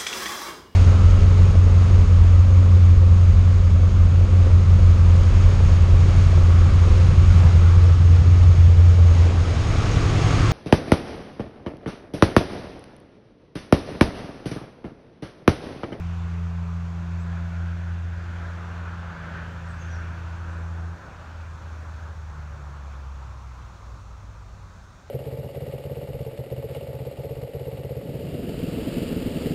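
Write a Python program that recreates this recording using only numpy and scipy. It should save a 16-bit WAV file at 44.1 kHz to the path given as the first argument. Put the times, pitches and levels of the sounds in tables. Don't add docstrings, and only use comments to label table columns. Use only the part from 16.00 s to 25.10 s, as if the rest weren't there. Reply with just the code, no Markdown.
import sys
import numpy as np
from scipy import signal
from scipy.fft import rfft, irfft, next_fast_len
from scipy.io import wavfile
from scipy.ndimage import uniform_filter1d, map_coordinates

SR = 44100
rng = np.random.default_rng(int(sys.argv[2]) if len(sys.argv) > 2 else 0)


def undo_db(level):
    steps = np.asarray(level, float) / 20
    return 10 ** steps


def unload_audio(sound):
    columns = np.transpose(np.atleast_2d(sound))
    steps = np.round(np.clip(columns, -1, 1) * 32767)
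    wavfile.write(sys.argv[1], SR, steps.astype(np.int16))


N = 401310

# time in seconds, nearness in dB, tread facing the microphone in dB.
ROAD = [(0, 4, 1.5), (.9, 1, 4.5), (1.3, 3.5, 6), (2.1, 3, 8), (2.5, 4.5, 9.5), (2.95, 4, 8.5),
        (3.38, 7, 11.5), (3.62, 3, 8), (3.9, 4.5, 11), (4.3, 3, 8), (4.9, -2, 10.5), (5.3, 0.5, 7),
        (6, -2, 8.5), (6.4, -2.5, 8), (7.1, -3, 6), (7.5, -3.5, 3), (8.4, -7, 5), (9.1, -8, 7)]
# time in seconds, firing rate in Hz, engine level in dB, tyre level in dB.
SECOND_VEHICLE = [(0, 110, -41, -50), (1, 107.5, -62, -51.5), (2.2, 108.8, -49, -54.5),
                  (2.65, 109.6, -61, -47.5), (3.2, 110.6, -53, -47), (3.45, 111, -46, -51.5),
                  (4.5, 113.5, -48, -49.5), (5, 109.8, -50.5, -51), (5.9, 106.4, -49, -52),
                  (6.6, 104, -54, -51.5), (7.4, 101.7, -51, -51), (8.5, 99.3, -45.5, -56.5),
                  (8.8, 90.8, -48, -57), (9.1, 86.7, -55, -63)]


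def unit(x):
    return x / np.sqrt(np.mean(x ** 2) + 1e-20)


def along(points, hz):
    f, v = np.transpose(points)
    return np.interp(np.log(hz + 1), np.log(f + 1), v)


def coloured(x, spectrum):
    m = next_fast_len(len(x))
    gain = undo_db(along(spectrum, np.fft.rfftfreq(m, 1 / SR)))
    return irfft(rfft(x, m) * gain, m)[:len(x)]


def curves(rows):
    s, *cols = np.transpose(rows)
    return [np.interp(np.arange(N) / SR, s, c) for c in cols]


def wobble(rate_hz):
    knots = rng.standard_normal(int(N * rate_hz / SR) + 4)
    return map_coordinates(knots, [np.arange(N) * rate_hz / SR])


def tone(hz, turn=0.):
    return np.sqrt(2) * np.sin(2 * np.pi * (np.cumsum(hz) / SR + turn))


def rush(spectrum, patchy_db):
    z = signal.stft(rng.standard_normal(N + 8192), nperseg=512)[2]
    field = uniform_filter1d(rng.standard_normal(z.shape), size=6, axis=0)
    field = uniform_filter1d(field, size=14, axis=1)
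    x = signal.istft(z * undo_db(patchy_db * unit(field)), nperseg=512)[1]
    return unit(coloured(x, spectrum)[:N])


def swell(start_s, length_s, edge):
    u = np.clip((np.arange(N) / SR - start_s) / length_s, 0, 1)
    return u, np.abs(np.sin(np.pi * u)) ** edge * (u > 0) * (u < 1)


def glides(rows, waver, edge):
    x = np.zeros(N)
    for start_s, length_s, from_hz, to_hz, db in rows:
        u, arch = swell(start_s, length_s, edge)
        x += undo_db(db) * arch * tone((from_hz + (to_hz - from_hz) * u) * waver)
    return x


def exhaust():
    # time in seconds, firing rate in Hz, fundamental in dB, second harmonic relative to it in dB.
    boom_rows = [(0, 84.7, -29, -6.5), (1.4, 84.8, -30, -4.5), (1.9, 85.1, -28, -11.5),
                 (2.3, 85.1, -32, -12.5), (2.95, 85.36, -33, -9), (3.2, 83.3, -39, -4.5),
                 (3.45, 83.1, -39.5, -4), (3.9, 83.1, -32.5, -10), (4.4, 83.4, -33, -13.5),
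                 (4.92, 83.5, -31, -11), (4.99, 83.1, -51, 0), (5.32, 81.47, -38, -19),
                 (6.0, 78.8, -35.5, -23), (6.72, 71.2, -38, -11), (7.1, 67.3, -36.5, -22),
                 (7.9, 59, -42.5, -14), (8.5, 52.8, -47.5, -14), (9.1, 43.3, -71, -3)]
    # multiple of the firing rate, level re second harmonic in dB.
    overtones = [(3, -30.5), (6, -35.5), (7, -44), (8, -28), (9, -31), (12, -27.5)]
    # start in seconds, length in seconds, multiple, level in dB.
    surfacing = [
        (.05, 0.98, 5, -59.5),
        (-.1, 0.65, 4, -61),
        (.6, 0.75, 6, -67.5),
        (.9, 0.31, 4, -58),
        (1.3, 1.75, 4, -59),
        (1.95, 1.1, 5, -73),
        (3.8, 1.3, 4, -59.5),
        (4.552, 0.57, 5, -63.5),
        (4.8, .5, 6, -66),
    ]
    throttle_shut_s, coast_second_flicker_db = 5, 3
    hz, first_db, under_db = curves(boom_rows)
    coasting = np.clip((np.arange(N) / SR - throttle_shut_s) / .1, 0, 1)
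    second_db = first_db + under_db + coasting * coast_second_flicker_db * wobble(6.5)
    hz = hz * (1 + 0.00057 * wobble(20))
    boom = undo_db(first_db + 0.76 * wobble(13) + 0.52 * wobble(4)) * tone(hz)
    boom += undo_db(second_db + 0.48 * wobble(10) + .8 * wobble(3.1)) * tone(2 * hz, turn=0.25)
    for start_s, length_s, k, db in surfacing:
        arch = swell(start_s, length_s, edge=0.23)[1]
        boom += undo_db(db + 1.3 * wobble(7.4)) * arch * tone(round(k) * hz)
    for k, db in overtones:
        boom += undo_db(second_db + db + 2.2 * wobble(3.5)) * tone(round(k) * hz, rng.random())
    return boom


def road():
    # frequency in Hz, gain in dB.
    body_spectrum = [(60, -120), (120, -40), (175, -7.5), (190, 0.5), (210, -2), (300, -5), (480, -6),
                     (560, -2.5), (750, -5.5), (1000, -7), (1500, -45), (3000, -120)]
    second_tread_spectrum = [(300, -120), (600, -17), (800, -4.5), (1000, -0.5), (1200, 0.5), (1400, -4),
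                             (1800, -35), (4000, -120)]
    ridge_spectrum = [(500, -120), (1000, -22), (1300, -0.5), (1500, 3), (1700, -2), (1850, -7),
                      (2200, -24), (5000, -120)]
    swish_spectrum = [(600, -120), (1200, -19), (1900, 0), (2500, 0), (3000, -6), (3500, -7), (3900, -13.5),
                      (4900, -14.5), (7000, -52), (9000, -120)]
    tyres_db, body_db = -58, -52
    near_db, facing_db = curves(ROAD)
    second_tyres_db = curves(SECOND_VEHICLE)[-1]
    body_db = body_db + 0.51 * near_db + 0.49 * (facing_db - facing_db.mean())
    flutter = wobble(9)
    body = undo_db(body_db + 0.55 * flutter + 0.51 * wobble(2.3)) * rush(body_spectrum, patchy_db=0.76)
    second = undo_db(second_tyres_db + 0.46 * flutter) * rush(second_tread_spectrum, patchy_db=1.25)
    ridge_db = tyres_db + near_db + facing_db - 1.5
    ridge = undo_db(ridge_db + 0.86 * flutter) * rush(ridge_spectrum, patchy_db=0.67)
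    swish = undo_db(tyres_db + near_db + 0.29 * flutter) * rush(swish_spectrum, patchy_db=1.23)
    return body + second + ridge + swish


def turbo():
    # start in seconds, length in seconds, start pitch in Hz, end pitch in Hz, level in dB.
    spin_down = [
        (5.5, 1.2, 14780, 13620, -96),
    ]
    return glides(spin_down, 0.99, edge=.4)


def drone():
    # order in eighths of the firing rate, level in dB.
    crank_orders = [(3, -9), (5, -5), (8, -2), (10, -15.5)]
    # start in seconds, length in seconds, start pitch in Hz, end pitch in Hz, level in dB.
    far_engine = [
        (-.5, 4.4, 89.8, 97, -52.5),
        (5.6, 2.4, 83, 117.8, -55),
    ]
    hz, level_db, _ = curves(SECOND_VEHICLE)
    hz = hz * (1 + 0.0066 * wobble(8))
    near = np.zeros(N)
    for k, db in crank_orders:
        near += undo_db(level_db + db + 1.1 * wobble(2.0)) * tone(hz * round(k) / 8, rng.random())
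    far = glides(far_engine, 1 + 0.013 * wobble(7.4), edge=0.44)
    return near + undo_db(3.2 * wobble(3.4)) * far


def birds():
    # start in seconds, length in seconds, top pitch in Hz, level in dB.
    song = [
        (3.675, .056, 8320, -67),
        (3.787, 0.05, 6670, -60.5),
        (3.89, .078, 5940, -62),
    ]
    slurs = [
        (1.152, .092, 7800, -68),
        (4.5, .055, 8300, -72.5),
    ]
    seeps = [
        (1.455, .042, 15200, -83),
        (2.77, .041, 15270, -88),
        (3.51, .032, 14160, -81),
    ]
    # share of the note, pitch as a ratio to the top, level in dB.
    arch = [(0, .89, -5), (.25, 1, 2), (.4, 0.98, -2), (.7, .97, 4), (1, .88, -1)]
    slur = [(0, .85, -8), (.4, .9, -3), (.63, .99, 0), (1, 1.005, -6)]
    level_note = [(0, 1, 0), (1, 1, 0)]
    # frequency in Hz, gain in dB.
    foliage = [(5000, 4), (6500, 1), (8300, -5), (14000, -18)]
    x = np.zeros(N)
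    husk = wobble(300)
    # notes, shape, second harmonic in dB, quaver as a share of the pitch
    singers = [(song, arch, -42, .017), (slurs, slur, -13, .006), (seeps, level_note, -120, .006)]
    for notes, shape, second_db, quaver in singers:
        share, bend, swing_db = np.transpose(shape)
        for start_s, length_s, top_hz, db in notes:
            u = np.linspace(0, 1, int(length_s * SR))
            start = round(start_s * SR)
            hz = top_hz * np.interp(u, share, bend) * (1 + quaver * husk[start:][:len(u)])
            note = tone(hz) + undo_db(second_db) * tone(2 * hz)
            envelope = undo_db(db + np.interp(u, share, swing_db)) * np.abs(np.sin(np.pi * u)) ** 0.2
            x[start:][:len(u)] += envelope * note
    t = np.arange(SR // 3) / SR
    tail = rng.standard_normal(len(t)) * undo_db(-60 * t / .55)
    echoes = signal.fftconvolve(x, tail / np.linalg.norm(tail))[:N]
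    return x + coloured(echoes, foliage)


def garden():
    # frequency in Hz, gain in dB.
    air_spectrum = [(1500, -66.5), (2600, -15), (3600, -1), (4200, -1), (4900, -3), (5600, -1), (6400, -1),
                    (7100, -4), (8000, -10.5), (9000, -14.5), (10000, -17), (10500, -21.5), (11200, -21),
                    (15600, -22.5)]
    rumble_spectrum = [(5, -29), (16, -22), (28, -22.5), (38, 1.5), (60, 6.5), (90, 8), (120, 0.5),
                       (150, -1), (185, -5), (205, -8.5), (300, -47), (500, -120)]
    # frequency in Hz, gain in dB.
    wall_notch = [(4650, 0), (4950, -3.5), (5250, 0)]
    air_db, town_db = -63, -45
    town_fades_s, town_fade_db_per_s = 7.25, 2
    leaves = coloured(rush(air_spectrum, patchy_db=0.67), wall_notch)
    hiss = undo_db(air_db + 0.17 * curves(ROAD)[0] + .45 * wobble(2.4)) * leaves
    fade_db = town_fade_db_per_s * np.maximum(np.arange(N) / SR - town_fades_s, 0)
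    town = undo_db(town_db - fade_db + 0.5 * wobble(1.12)) * rush(rumble_spectrum, patchy_db=0.0)
    return hiss + town


def scene():
    return (exhaust() + road() + turbo() + drone() + birds() + garden())[None]


def band_limit(x):
    return signal.sosfilt(signal.butter(12, 15830, fs=SR, output="sos"), x)


def record(dry):
    # frequency in Hz, level in dB.
    clock_whine = [(10841, -105), (11826, -105), (12812, -106), (13797, -106)]
    top_hz = 15750
    whine = sum(undo_db(db) * tone(np.full(N, hz)) for hz, db in clock_whine)
    heard = coloured(dry[0] + whine, [(top_hz, 0), (top_hz + 10, -120)])
    return band_limit(heard[None])


dry = scene()
out = record(dry)
unload_audio(out)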